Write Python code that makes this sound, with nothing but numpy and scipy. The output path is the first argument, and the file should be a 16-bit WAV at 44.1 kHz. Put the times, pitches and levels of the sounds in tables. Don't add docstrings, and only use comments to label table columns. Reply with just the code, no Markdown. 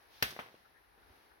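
import sys
import numpy as np
from scipy import signal
from scipy.fft import rfft, irfft, next_fast_len
from scipy.io import wavfile

SR = 44100
rng = np.random.default_rng(int(sys.argv[2]) if len(sys.argv) > 2 else 0)


def log_audio(samples):
    frames = np.atleast_2d(samples).T
    limited = np.clip(frames, -1, 1)
    pcm = np.round(limited * 32767).astype(np.int16)
    wavfile.write(sys.argv[1], SR, pcm)


N = 61739
CRACK_S = 0.2257
THUD_LAG_MS, CHIRP_LAG_MS, ECHO_LAG_MS = 0.029, 0.24, 0.3403

# freq_hz, correlation
POOL_LIKENESS = [(60, 0.78), (300, 1), (700, .55), (2000, 0.14), (6000, 0.49), (14000, 0.11)]


def amp(db):
    return 10 ** (np.asarray(db) / 20)


def unit_rms(x):
    return x / np.sqrt(np.mean(x ** 2) + 1e-20)


def along(points, hz):
    freqs_hz, values = np.transpose(points)
    return np.interp(np.log(hz + 1), np.log(freqs_hz + 1), values)


def clock(start_s=0):
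    return np.arange(N) / SR - start_s


def curves(rows):
    times_s, *columns = np.transpose(rows)
    return [np.interp(clock(), times_s, column) for column in columns]


def fade(t, t60_s):
    return np.exp(-np.log(1000) * np.maximum(t, 0) / t60_s)


def rise(t, rise_s):
    return 1 - np.exp(-np.maximum(t, 0) / rise_s)


def swell(centre_s, sigma_s):
    return np.exp(-(clock(centre_s) / sigma_s) ** 2 / 2)


def filtered(x, response):
    size = next_fast_len(N + SR // 4)
    return irfft(rfft(x, size) * response(np.fft.rfftfreq(size, 1 / SR)), size)[..., :N]


def placed(x, lag_ms, pan_db):
    side = np.array([[1], [-1]])
    return amp(side * pan_db) * filtered(x, lambda hz: np.exp(-1j * np.pi * side * hz * lag_ms / 1000))


def noise(colour, likeness=POOL_LIKENESS):
    def mid_side_gains(hz):
        angle = np.arccos(np.clip(along(likeness, hz), -1, 1)) / 2
        return amp(along(colour, hz)) * [np.cos(angle), np.sin(angle)]
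    mid, side = filtered(rng.standard_normal((2, N)), mid_side_gains)
    return unit_rms(np.array([mid + side, mid - side]))


def damped_sines(tones, start_s, rise_s):
    t = np.maximum(clock(start_s), 0)
    sines = sum(amp(db) * np.sin(2 * np.pi * hz * t) * fade(t, t60_s) for hz, db, t60_s in tones)
    return rise(t, rise_s) * sines


def pulse(centre_s, hz):
    u = (np.pi * hz * clock(centre_s)) ** 2
    return (2 * u - 1) * np.exp(-np.minimum(u, 50))


def wind():
    air_levels = [(0, -64, -69), (.09, -63.5, -71), (.14, -63.5, -61), (.22, -61, -60), (.35, -72, -61),
                  (.55, -66, -69.5), (.75, -66.5, -75), (.92, -66.5, -76), (1.12, -63, -70.5),
                  (1.25, -64.5, -70.5), (1.4, -66.5, -77)]
    buffet_levels = [(0, -83), (.11, -65.5), (.4, -94), (.68, -79.5), (.85, -74), (1.02, -73),
                     (1.11, -58.5), (1.17, -88), (1.4, -69.5)]
    # freq_hz, density_db
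    air_colour = [(25, 6), (60, 2), (170, -7.5), (260, -4), (420, 0), (620, -2), (850, 3), (1150, -1.5),
                  (1700, -0.5), (2800, -10.5), (5500, -37.5), (7900, -39), (10300, -13.5), (15500, -27.5)]
    hiss_colour = [(200, -20), (1000, -2.5), (2200, 1.5), (4000, 5), (5800, -0.5), (10500, -13.5),
                   (15500, -8)]
    buffet_colour = [(20, -18), (45, 5), (72, -3), (120, -30.5), (350, -23), (700, -28), (3000, -100)]
    likeness = [(40, 0.28), (200, 0.74), (600, 0.31), (2000, 0.18), (8000, 0.041)]
    air_db, hiss_db = curves(air_levels)
    buffet_db, = curves(buffet_levels)
    air = placed(amp(air_db) * noise(air_colour, likeness), lag_ms=-0.45, pan_db=1.53)
    hiss = amp(hiss_db) * noise(hiss_colour, likeness)
    buffet = amp(buffet_db) * noise(buffet_colour, likeness)
    return air + hiss + buffet


def crack():
    # pitch_hz, level_db, t60_s
    snap_modes = [(1480, -22, 0.017), (1810, -8, 0.021), (3390, -15, .016), (4340, -8, 0.011),
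                  (5250, -27, 0.021)]
    sheet_modes = [(129.6, -35, 0.073), (163.5, -34.5, 0.041), (252, -35.5, 0.052), (394, -41, 0.071)]
    tail_tones = [(1502, -3, .3), (1710, 0, .25), (1905, -3, .25), (2450, -5, .25), (2600, -4, .18),
                  (2790, -6, .18), (2915, -5, .18), (3330, -2, .14), (5330, -6, .11), (5835, -7, .11)]
    # freq_hz, density_db
    splinter_colour = [(100, -14), (280, 0.5), (500, -17), (950, 2), (1400, -5), (1780, -2), (2200, -12),
                       (2600, 2), (3350, -3.5), (3900, -6.5), (5500, -3), (10000, -9), (12000, -7.5),
                       (15000, -7.5)]
    echo_colour = [(40, -15), (120, -3.5), (250, -8), (550, -6.5), (1000, -5.5), (1650, 2), (2700, -2),
                   (3800, -0.5), (5500, -6.5), (10500, -12), (15500, -16)]
    graze_lead_s, thud_lead_s, bite_delay_s = 0.0025, 0.0015, 0.00027
    splinter_rise_s, splinter_hold_s = 0.00032, 0.0045
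    t = clock(CRACK_S)
    graze = amp(-41) * rise(t + graze_lead_s, splinter_rise_s)
    force = graze + amp(-28) * rise(t, splinter_rise_s)
    splinters = noise(splinter_colour) * force * fade(t - splinter_hold_s, t60_s=0.013)
    spike = amp(-12) * pulse(CRACK_S + bite_delay_s, hz=3800)
    split = amp(-24) * pulse(CRACK_S + bite_delay_s, hz=13000)
    snap = amp(-14) * damped_sines(snap_modes, CRACK_S, rise_s=0.0001) - spike - split
    tones = amp(-38.5) * damped_sines(tail_tones, CRACK_S, rise_s=0.001)
    thud = damped_sines(sheet_modes, CRACK_S - thud_lead_s, rise_s=0.001)
    heave = damped_sines([(60, -39, 0.16)], CRACK_S, rise_s=0.023)
    return (placed(splinters, ECHO_LAG_MS, pan_db=-0.8)
            + placed(snap, lag_ms=0.383, pan_db=2)
            + placed(tones, CHIRP_LAG_MS, pan_db=1.3)
            + placed(thud + heave, THUD_LAG_MS, pan_db=0)
            + basin(CRACK_S, echo_colour, tail_db=-35.5, scatter_db=-27, pan_db=-0.13))


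def basin(start_s, colour, tail_db, scatter_db, pan_db):
    decay_times = [(100, 0.51), (500, 0.58), (1500, 0.34), (4000, 0.4), (12000, 0.4)]  # freq_hz, t60_s
    hz, t, spectrum = signal.stft(noise(colour), SR, nperseg=256)
    tail = amp(tail_db) * fade(t - start_s, along(decay_times, hz)[:, None])
    scatter = amp(scatter_db) * fade(t - start_s, t60_s=0.07) / 2
    echo = signal.istft(spectrum * (tail + scatter), SR, nperseg=256)[1][:, :N]
    return placed(echo * rise(clock(start_s), rise_s=0.001), ECHO_LAG_MS, pan_db)


def chirp(contact_s):
    centre_hz, fall_s, lead_s, width_s = 1900, 0.0028, 0.0006, 0.00075
    t = np.clip(clock(contact_s - lead_s), -0.01, 0.01)
    cycles = centre_hz * fall_s * (1 - np.exp(-t / fall_s))
    return -np.cos(2 * np.pi * cycles) * np.exp(-(t / width_s) ** 2)


def knocks():
    contacts = [(0.2261, -27.5, 444, -20, -51.5), (0.3079, -47, 1080, -52, -59),
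                (0.326, -42.5, 417, -69, -66), (0.3652, -36.5, 560, -40, -58.5),
                (0.3916, -27.5, 810, -34, -46), (0.4627, -48, 490, -48, -69.5),
                (.4875, -53, 566, -49.5, -85), (.5438, -45.5, 438, -66, -68),
                (.978, -56.5, 400, -69, -75.5)]
    patch_modes = [(1300, -27, .02), (2040, -11, 0.019), (2410, -31, 0.016), (3400, -24, 0.045)]
    echo_colour = [(50, -20), (130, -4), (300, -9.5), (550, -2.5), (1100, 1.5), (1800, 0), (2600, -4.5),
                   (3600, -9), (5000, -20), (10500, -23), (15500, -29)]
    wall_delay_s, wall_cutoff_hz = 0.0084, 2500
    pushes, chirps, echoes = np.zeros(N), np.zeros(N), np.zeros((2, N))
    for start_s, push_db, push_hz, chirp_db, echo_db in contacts:
        thump = amp(-23) * pulse(start_s, hz=165)
        pushes += amp(push_db) * (pulse(start_s, push_hz) + thump)
        tick = amp(-9) * pulse(start_s, hz=2700)
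        patch = damped_sines(patch_modes, start_s, rise_s=0.0001)
        chirps += amp(chirp_db) * (chirp(start_s) + tick + patch)
        echoes += basin(start_s, echo_colour, echo_db, scatter_db=echo_db + 9.5, pan_db=0.2)
    direct = placed(pushes, THUD_LAG_MS, pan_db=-0.4) + placed(chirps, CHIRP_LAG_MS, pan_db=4.7)
    wall = lambda hz: np.exp(-2j * np.pi * hz * wall_delay_s) / (1 + 1j * hz / wall_cutoff_hz)
    return direct + amp(-12) * filtered(direct, wall) + echoes


def far_wall():
    colour = [(300, -8), (1200, -12), (2200, -1), (3500, 0), (6000, 10), (10500, -5), (15500, -24)]  # freq_hz, density_db
    return amp(-49) * swell(CRACK_S + 0.085, sigma_s=0.0052) * noise(colour)


def peeps():
    events = [(0.659, 0.008, 1430, 203, -64.5), (0.77, 0.019, 1760, 132, -65.5),
              (1.038, 0.0072, 1465, 45, -61), (1.316, 0.0071, 1520, 220, -63.5)]
    out = np.zeros((2, N))
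    for centre_s, sigma_s, pitch_hz, half_width_hz, level_db in events:
        peak = lambda hz: 1 / (1 + ((hz - pitch_hz) / half_width_hz) ** 2)
        band = unit_rms(filtered(rng.standard_normal((2, N)), peak))
        out += amp(level_db) * band * swell(centre_s, sigma_s)
    return placed(out, lag_ms=-0.45, pan_db=3)


def slide():
    levels = [(.9, -98), (.98, -81), (1.1, -72.5), (1.24, -76.5), (1.4, -79.5)]  # time_s, level_db
    colour = [(80, -19), (180, -13.5), (260, 2), (390, 7.5), (520, -3), (1200, -27), (4000, -57)]  # freq_hz, density_db
    level_db, = curves(levels)
    return amp(level_db) * noise(colour)


def scene():
    return crack() + far_wall() + knocks() + slide() + wind() + peeps()


def record(dry):
    microphone = [(5900, -1.5), (6500, -6.5), (7100, -11.5), (7500, -14.5), (8100, -6), (8600, -9),
                  (9000, -18.5), (9600, 1)]
    low_cut_hz, top_hz = 65, 16000
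    low_cut = lambda hz: (1j * hz) ** 2 / (low_cut_hz ** 2 - hz ** 2 + 1j * hz * low_cut_hz)
    return filtered(dry, lambda hz: amp(along(microphone, hz)) * low_cut(hz) * (hz < top_hz))


dry = scene()
out = record(dry)
log_audio(out)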